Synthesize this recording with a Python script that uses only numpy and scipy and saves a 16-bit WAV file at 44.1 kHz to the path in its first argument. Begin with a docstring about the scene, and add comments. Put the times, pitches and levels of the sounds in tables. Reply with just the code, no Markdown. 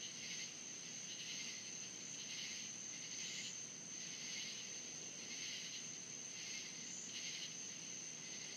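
"""Summer night beside a wooden house

Katydids rasp in bouts from the trees, the near ones in step with a far chorus: toothed files click and ring wings.
Crickets trill without a break as trains of gliding sine tones; two insects chirp at their own pace and
another winds up a short buzz now and then: the chirps and the buzz come from pulses through wing resonances.
Under it all lie a faint machine hum of wavering sines and the rumble of the neighbourhood, filtered noise."""
import sys
import numpy as np
from scipy import signal
from scipy.fft import rfft, irfft, next_fast_len
from scipy.io import wavfile
from scipy.ndimage import uniform_filter1d

SR = 44100
rng = np.random.default_rng(int(sys.argv[2]) if len(sys.argv) > 2 else 0)


def log_audio(samples):
    """Write samples as a 16-bit WAV file to the path given in sys.argv[1]."""
    # one column per channel
    frames = np.atleast_2d(samples).T
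    # limit to full scale, then quantise
    limited = np.clip(frames, -1, 1)
    pcm = np.round(limited * 32767).astype(np.int16)
    wavfile.write(sys.argv[1], SR, pcm)


N = 377496
TIME = np.arange(N) / SR  # s
EDGE_HZ = 15700

# Spectra radiated by katydid wings; only the shape counts: frequency_hz, relative_level_db
NEAR_WING_SPECTRUM = [(1200, -36), (1800, -18.5), (2000, -10), (2400, -19), (2790, -4), (2915, 4),
                      (3000, 1.5), (3080, 1.5), (3250, -6), (3600, -11.5), (3850, -6), (4080, -.5),
                      (4300, -3.5), (4430, -8), (4620, -9), (4800, -14.5), (5200, -16.5), (6000, -26),
                      (9500, -48), (12000, -35), (15500, -54)]
DEEP_WING_SPECTRUM = [(1200, -25), (1950, -22), (2085, -5), (2150, -3), (2240, -17), (2450, -10), (2550, 1),
                      (2700, -9), (2820, -21), (2940, -3.5), (3300, -7.5), (3600, -20), (3750, -6),
                      (4100, -8), (4240, 0), (4400, -9), (4650, 2.5), (4800, -7), (5400, -10.5),
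                      (6000, -20), (9500, -46), (12000, -47), (15500, -39)]
FAR_WING_SPECTRUM = [(1200, -34.5), (1800, -22.5), (2040, 4), (2300, -13.5), (2800, -3.5), (3500, -12),
                     (4400, -1), (5600, -14), (8000, -46), (15500, -53)]
CHORUS_WING_SPECTRUM = [(1000, -25), (1700, -15), (2000, 1.5), (2200, -2.5), (2480, -3.5), (2740, 3.5),
                        (3080, 2.5), (3600, -6.5), (4280, 2), (5000, -1.5), (5700, -5.5), (7500, -24),
                        (10000, -35), (11800, -28), (15500, -39)]
# Wing strokes of the nearest and of a deeper-voiced katydid: middle_s, level_db (before the layer's gain)
NEAR_STROKES = [(0.049, -51), (1.119, -52), (1.212, -51.5), (1.306, -51.5), (2.214, -51.5), (2.314, -51),
                (2.401, -50), (3.266, -50.5), (3.369, -53), (3.462, -50), (4.335, -57), (4.411, -51.5),
                (4.503, -53.5), (4.595, -52.5), (5.482, -51.5), (5.573, -53), (5.661, -53.5),
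                (5.755, -50.5), (7.168, -51), (7.262, -54), (7.343, -52.5), (7.442, -51)]
DEEP_STROKES = [(0.25, -51), (0.328, -51), (0.42, -50.5), (1.306, -53.5), (1.409, -50.5), (1.494, -50.5),
                (2.34, -54), (2.451, -51.5), (2.52, -53.5), (3.212, -50.5), (3.319, -54), (3.404, -50.5),
                (4.274, -54), (4.377, -50.5), (4.47, -52.5), (5.33, -51.5), (5.434, -51.5), (5.522, -52.5),
                (6.481, -52), (6.565, -50.5), (6.665, -55), (7.188, -52.5), (7.278, -52.5), (7.379, -53)]
# A katydid's short false starts before a bout: middle_s, level_db (before the layer's gain)
FALSE_STARTS = [(2.149, -48), (7.099, -47)]
# Bouts farther off: first_stroke_s, strokes (rounded), gap_s, level_db (before stroke and layer gains)
FAR_BOUTS = [(0.17, 1, .094, -52), (1.576, 2, 0.1, -54), (2.003, 1, .1, -58), (2.601, 1, .09, -57),
             (2.953, 3, 0.088, -52), (4.046, 3, 0.083, -53.5), (4.74, 3, 0.081, -59), (5.222, 1, 0.09, -54),
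             (5.647, 3, 0.11, -62), (6.39, 1, 0.09, -50), (6.755, 3, 0.065, -54.5),
             (8.265, 4.8, 0.083, -52.5)]
# Swells of the distant chorus: middle_s, length_s, level_db (before the layer's gain)
CHORUS_SWELLS = [(0.355, 0.28, -63), (1.423, 0.37, -63), (2.48, 0.37, -62.5), (3.317, 0.27, -64.5),
                 (4.39, 0.38, -67.5), (5.495, 0.42, -64.5), (6.533, 0.34, -64), (7.304, 0.31, -64.5)]
# Steadier chorus that the swells add to: time_s, level_db (before the layer's gain)
CHORUS_BED = [(0, -63), (0.64, -65), (0.9, -62), (1.6, -66.5), (1.85, -63), (2.2, -65), (2.85, -65),
              (3.5, -62.5), (3.85, -68.5), (4.0, -61.5), (4.7, -62), (5.05, -64.5), (5.7, -62), (6.05, -65),
              (7.05, -65), (7.75, -62.5), (8.18, -64.5), (8.56, -63.5)]
# Trilling crickets: pitch_hz, syllables_per_s, relative_level_db
CRICKETS = [(5910, 39, -4), (6120, 65.5, 2.5), (6160, 110, -3), (6250, 81.3, -0.5), (6245, 34.5, -2),
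            (6460, 30, -4.5)]
# Spectrum of the trill through the bushes: frequency_hz, relative_level_db
TRILL_SPECTRUM = [(4500, -28), (5740, -13), (5920, -5.5), (6100, -5.5), (6350, -3.5), (6550, -4),
                  (6900, -9), (8000, -25), (12000, -35)]
# Chirps of the slow, loud chirper: middle_s, length_s, level_db
SLOW_CHIRPS = [(0.03, .12, -55), (0.39, 0.18, -53), (0.71, 0.14, -54.5), (1.0, .21, -56), (1.42, .28, -55),
               (1.8, 0.28, -54.5), (2.16, 0.26, -55.5), (2.6, 0.41, -56), (2.88, 0.18, -53.5),
               (3.19, .19, -52), (3.61, .17, -52.5), (4.0, 0.23, -54.5), (4.34, .22, -54),
               (4.74, 0.24, -55), (5.03, 0.23, -56), (5.42, 0.24, -55.5), (5.83, 0.2, -56),
               (6.2, 0.23, -54), (6.54, 0.22, -54.5), (6.9, .26, -57), (7.28, .13, -53.5),
               (7.64, 0.26, -54.5), (8.0, .27, -54), (8.38, .24, -55.5)]
# Beat of the quick, thin chirper: first_chirp_s, gap_s, added_to_each_gap_s
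QUICK_BEAT = (0.159, 0.217, 0.00013)
# Buzzes that swell and break off: start_s, end_s, top_level_db (before the treble is dulled)
BUZZES = [(1.92, 2.13, -64), (2.66, 2.858, -70), (3.118, 3.49, -55), (5.66, 5.89, -67), (6.77, 7.04, -54.5)]
# Wing spectra of the chirpers and the buzzer: frequency_hz, relative_level_db
SLOW_WING_SPECTRUM = [(5400, -37), (5780, -15), (5950, -3), (6100, 3.5), (6200, 1.5), (6320, 11),
                      (6430, 4.5), (6520, -9), (6620, -10), (6800, -14.5), (7600, -49.5)]
QUICK_WING_SPECTRUM = [(7000, -41), (8100, -16), (8470, 4.5), (8800, -9), (9300, -9), (10500, -47)]
BUZZ_WING_SPECTRUM = [(5700, -33), (6300, -7), (6500, -6), (6560, 9), (6605, -5), (6645, 4), (6685, -9.5),
                      (6732, 6), (6780, -4), (6826, 12), (6865, -5.5), (6900, 6), (6930, 0), (6958, 5),
                      (7020, -5), (7083, 3), (7160, -16), (7225, 0), (7360, -16), (7450, -12), (7700, -22),
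                      (8300, -26), (11000, -54)]
# Spectra of the neighbourhood rumble and of the roar: frequency_hz, relative_level_db
RUMBLE_SPECTRUM = [(20, -22), (45, -33), (70, -20), (100, -15.5), (135, -4.5), (165, 1), (220, -0.5),
                   (300, -4), (550, -11), (1100, -16.5), (1700, -15), (4000, -21.5), (8500, -26.5),
                   (10500, -41), (15500, -57)]
ROAR_SPECTRUM = [(100, -24), (230, -6), (380, 3), (600, -2.5), (1100, -17), (3000, -42)]
# A soft low roar of wind or far traffic that comes and goes: time_s, level_db
ROAR_LEVEL = [(0, -76), (2.5, -90), (4.2, -83), (4.85, -68), (5.25, -65.5), (5.55, -79), (7.9, -79.5),
              (8.56, -66)]
# Machine hum: frequency_hz, level_db, waver (rms share of the frequency)
HUM = [(120, -77.5, 0.0024), (155.2, -76.5, 0.0063), (239.4, -74.5, 0.0013), (480, -79.5, 0.008),
       (660, -87.5, 0.00097)]


def katydid(rows, wing, length, teeth_per_s, jitter, wet, t60, level_db):
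    """Stridulation: each stroke drags the file's teeth over the scraper and rings the leathery wing."""
    clicks = strikes(teeth_per_s, jitter, uneven_db=1.5)
    rasp = steadied(ringing(clicks, wing), span_s=0.007)
    sung = rasp * strokes(rows, length, lead=0.0028)
    return gain_of(level_db) * scattered(sung, wet, t60, count=8)


def wing_note(rows, hz, waver, length, wet, level_db):
    """Sharp resonance: the deep katydid's wing adds one narrow, slightly unsteady note to each stroke."""
    pitch = hz * (1 + waver * drift(170))
    note = np.sqrt(2) * np.sin(2 * np.pi * np.cumsum(pitch) / SR)
    sung = note * strokes(rows, length, lead=0.002)
    return gain_of(level_db) * scattered(sung, wet, t60=0.15, count=8)


def bouts(rows, level_slope_db, first_stroke_db):
    """Rhythmic grouping: evenly spaced strokes, with a level step per stroke and one for the first; (s, dB) rows."""
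    stroke_rows = []
    for first, count, gap, db in rows:
        for k in range(round(count)):
            slope_db = level_slope_db * (k - (count - 1) / 2)
            stroke_rows.append((first + k * gap, db + slope_db + first_stroke_db * (k == 0)))
    return stroke_rows


def chorus(level_db, throb_db, strokes_per_s):
    """Incoherent summation: many far katydids swell together, their strokes out of step."""
    voices = np.zeros(N)
    for pace in np.linspace(.92, 1.08, num=6):
        stroke_rate = strokes_per_s * pace * (1 + 0.06 * drift(1.983))
        beat = np.cumsum(stroke_rate) / SR + rng.random()
        throb = gain_of(throb_db * np.sin(2 * np.pi * beat))
        voices += strikes(420 * pace, jitter=.3, uneven_db=2.5) * throb
    spread = scattered(voices - voices.mean(), wet=0.36, t60=0.17, sway_per_s=40, count=16)
    wash = ringing(spread, CHORUS_WING_SPECTRUM)
    swells = sum(strokes([(s, db)], length, lead=0) for s, length, db in CHORUS_SWELLS)
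    bed = gain_of(np.interp(TIME, *np.transpose(CHORUS_BED)))
    return gain_of(level_db) * wash * (bed + swells)


def trill(level_db, glide, sharpness, wet, waver_db):
    """Amplitude and frequency modulation: each wing closure is a falling tone, smeared by the bushes."""
    voices = np.zeros(N)
    for hz, per_s, db in CRICKETS:
        cycle = (np.cumsum(per_s * (1 + .025 * drift(5))) / SR + rng.random()) % 1
        pitch = hz * (1 + glide * (.5 - cycle) + .013 * drift(450))
        syllables = np.sin(np.pi * cycle) ** (2 * sharpness)
        tone = np.sin(2 * np.pi * np.cumsum(pitch) / SR)
        voices += gain_of(db) * evened(syllables * tone)
    song = coloured(scattered(voices, wet, t60=0.37, sway_per_s=90, count=6), TRILL_SPECTRUM)
    even = steadied(song, span_s=0.022)
    return gain_of(level_db + waver_db * drift(16)) * even


def chirper(rows, wing, pulses_per_s, wet, linger):
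    """Resonant excitation: bursts of even pulses ring a narrow wing and die away among the trees."""
    pulses = strikes(pulses_per_s, jitter=.06, uneven_db=0.5)
    ring = scattered(ringing(pulses, wing), wet, t60=0.4, sway_per_s=40)
    pressure = sum(strokes([(s, db)], length, lead=0.012) for s, length, db in rows)
    # The burst's power decays with the time constant linger (s)
    keep = np.exp(-1 / (linger * SR))
    power = signal.lfilter([1 - keep], [1, -keep], pressure ** 2)
    return steadied(ring, span_s=0.027) * np.sqrt(power)


def chirps(beat, length, level_db, uneven_db, stray_s):
    """Slowing pulse: chirps on a lengthening beat, uneven in time and force; (s, length s, dB) rows."""
    first, gap, slowing = beat
    k = np.arange(int(TIME[-1] / gap) + 1)
    late, force = rng.standard_normal((len(k), 2)).T
    middle = first + k * (gap + slowing * k / 2) + stray_s * late
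    return np.column_stack([middle, np.full(len(k), length), level_db + uneven_db * force])


def buzzer(pulses_per_s, rise_db, release, bright_hz, dulling_per_khz):
    """Force-dependent brightness: a fast pulse train gains force and treble in an arch, then dies away."""
    force = np.zeros(N)
    for start, end, db in BUZZES:
        to_go = np.clip((end - TIME) / (end - start), 0, 2)
        dying = np.clip((TIME - end) / release, 0, 20)
        force += gain_of(db - rise_db * to_go ** 2.6) * np.exp(1 - np.hypot(1, dying))
    pulses = strikes(pulses_per_s, jitter=0.12, uneven_db=0.0)
    pulses = scattered(pulses, wet=0.5, t60=0.055, sway_per_s=60, count=8)
    ring = steadied(ringing(pulses, BUZZ_WING_SPECTRUM), span_s=0.012)
    # The weaker the force, the more the treble above bright_hz is dulled
    hz, t, z = signal.stft(ring, SR, nperseg=256)
    above_khz = np.maximum(hz - bright_hz, 0)[:, None] / 1000
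    z = z * np.interp(t, TIME, force / force.max()) ** (dulling_per_khz * above_khz)
    return force * signal.istft(z, SR, nperseg=256)[1][:N]


def neighbourhood(rumble_db):
    """Broadband noise and tones: an even low rumble, a far roar that comes and goes, a wavering machine hum."""
    rumble = gain_of(rumble_db) * coloured(rng.standard_normal(N), RUMBLE_SPECTRUM)
    roar_gain = gain_of(np.interp(TIME, *np.transpose(ROAR_LEVEL)))
    roar = roar_gain * coloured(rng.standard_normal(N), ROAR_SPECTRUM)
    hum = np.zeros(N)
    for hz, db, waver in HUM:
        turns = np.cumsum(hz * (1 + waver * drift(14))) / SR
        hum += gain_of(db) * evened(gain_of(0.6 * drift(11.0)) * np.sin(2 * np.pi * turns))
    return rumble + roar + hum


def strikes(per_s, jitter, uneven_db):
    """Impulsive excitation: clicks of a scraper running over a file at a slightly unsteady speed."""
    gap, force = rng.standard_normal(size=(2, 8192))
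    at = np.cumsum(np.maximum(1 + jitter * gap, .1)) * SR / per_s
    heard = at < N
    return np.bincount(at[heard].astype(int), gain_of(uneven_db * force[heard]), minlength=N)


def strokes(rows, length, lead):
    """Amplitude envelope: a round-shouldered swell, centred lead s early, for each (s, dB) row."""
    pressure = np.zeros(N)
    for s, db in rows:
        begin = max(int((s - lead - length) * SR), 0)
        end = max(int((s - lead + length) * SR), 0)
        offset = TIME[begin:end] - s + lead
        pressure[begin:end] += gain_of(db) * np.exp(-abs(2 * offset / length) ** np.pi)
    return pressure


def ringing(x, points):
    """Minimum-phase resonance: each click starts sharply and dies away, by (Hz, dB) points; rms 1."""
    hz, db = np.transpose(points)
    log_hz = np.log(abs(np.fft.fftfreq(8192, 1 / SR)) + 1)
    log_gain = np.log(gain_of(np.interp(log_hz, np.log(hz), db)))
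    # The Hilbert transform of the log gain gives the phase
    response = np.fft.ifft(np.exp(np.conj(signal.hilbert(log_gain)))).real
    return evened(signal.oaconvolve(x, response[:len(response) // 2])[:N])


def scattered(x, wet, t60, sway_per_s=12, count=4):
    """Multipath scattering: direct sound plus weak echoes off leaves and walls on shifting paths; keeps energy."""
    t = TIME[:SR // 3]
    present = rng.random((count, len(t))) < 2000 / SR  # about 2000 echoes per s
    taps = rng.standard_normal((count, len(t))) * present
    taps *= np.exp(-np.log(1000) * t / t60)  # down 60 dB after t60 s
    taps /= np.linalg.norm(taps, axis=1, keepdims=True)
    shares = np.array([drift(sway_per_s) for _ in taps])
    shares /= np.linalg.norm(shares, axis=0)
    echoes = signal.oaconvolve(x * shares, taps, axes=1)[:, :N].sum(0)
    wet = np.clip(wet, 0, 1)
    return np.sqrt(1 - wet) * x + np.sqrt(wet) * echoes


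def coloured(x, points):
    """Linear filtering: shapes the spectrum by (Hz, dB) points; rms 1."""
    hz, db = np.transpose(points)
    size = next_fast_len(N, real=True)
    log_hz = np.log(np.fft.rfftfreq(size, 1 / SR) + 1)
    gain = gain_of(np.interp(log_hz, np.log(hz), db))
    return evened(irfft(rfft(x, size) * gain, size)[:N])


def steadied(x, span_s):
    """Short-time power normalization: evens the loudness over span_s, keeps finer grain; rms about 1."""
    size = max(int(span_s * SR), 2)
    power = uniform_filter1d(uniform_filter1d(x ** 2, size), size)
    return x / np.sqrt(abs(power) + 1e-12)


def drift(per_s):
    """Random modulation: a fluctuation of rms 1 with per_s new random values a second."""
    knots = rng.standard_normal(4096)
    return evened(np.interp(TIME * per_s, np.arange(len(knots)), knots))


def evened(x):
    """Power normalization: scales to rms 1."""
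    return x / np.sqrt(np.mean(x ** 2) + 1e-20)


def gain_of(db):
    """Logarithmic level: decibels to amplitude."""
    return np.exp(np.asarray(db) * np.log(10) / 20)


def scene():
    """Superposition: all the singers over the night's floor."""
    near = katydid(NEAR_STROKES, NEAR_WING_SPECTRUM, length=0.059, teeth_per_s=440, jitter=.18,
                   wet=0.24, t60=0.28, level_db=0.8)
    false_starts = katydid(FALSE_STARTS, NEAR_WING_SPECTRUM, length=0.0094, teeth_per_s=550, jitter=.18,
                           wet=0.22, t60=.2, level_db=-3.0)
    deep = katydid(DEEP_STROKES, DEEP_WING_SPECTRUM, length=0.055, teeth_per_s=425, jitter=.18,
                   wet=0.3, t60=0.17, level_db=-3.5)
    deep += wing_note(DEEP_STROKES, hz=2128, waver=0.0221, length=0.05, wet=.1, level_db=-5.5)
    # Apart from a softer first stroke, each far stroke is a little softer than the one before
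    far_strokes = bouts(FAR_BOUTS, level_slope_db=-0.5, first_stroke_db=-1.5)
    far = katydid(far_strokes, FAR_WING_SPECTRUM, length=0.064, teeth_per_s=420, jitter=.25,
                  wet=0.6, t60=0.23, level_db=-2.5)
    distant = chorus(level_db=6.0, throb_db=2, strokes_per_s=10.6)
    crickets = trill(level_db=-53.5, glide=0.086, sharpness=2.0, wet=0.39, waver_db=0.6)
    slow = chirper(SLOW_CHIRPS, SLOW_WING_SPECTRUM, pulses_per_s=187, wet=0.47, linger=0.0098)
    quick_chirps = chirps(QUICK_BEAT, length=0.105, level_db=-78.5, uneven_db=.6, stray_s=.006)
    quick = chirper(quick_chirps, QUICK_WING_SPECTRUM, pulses_per_s=150, wet=0.72, linger=.012)
    buzz = buzzer(pulses_per_s=113, rise_db=24, release=0.032, bright_hz=6700, dulling_per_khz=.6)
    floor = neighbourhood(rumble_db=-61.5)
    katydids = near + false_starts + deep + far + distant
    return (katydids + crickets + slow + quick + buzz + floor)[None]


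def record(dry):
    """Band limitation: a linear-phase low-pass filter with its edge at EDGE_HZ."""
    low_pass = signal.firwin(511, EDGE_HZ, window=("kaiser", 9), fs=SR)
    return signal.oaconvolve(dry, low_pass[None], "same")


dry = scene()
out = record(dry)
log_audio(out)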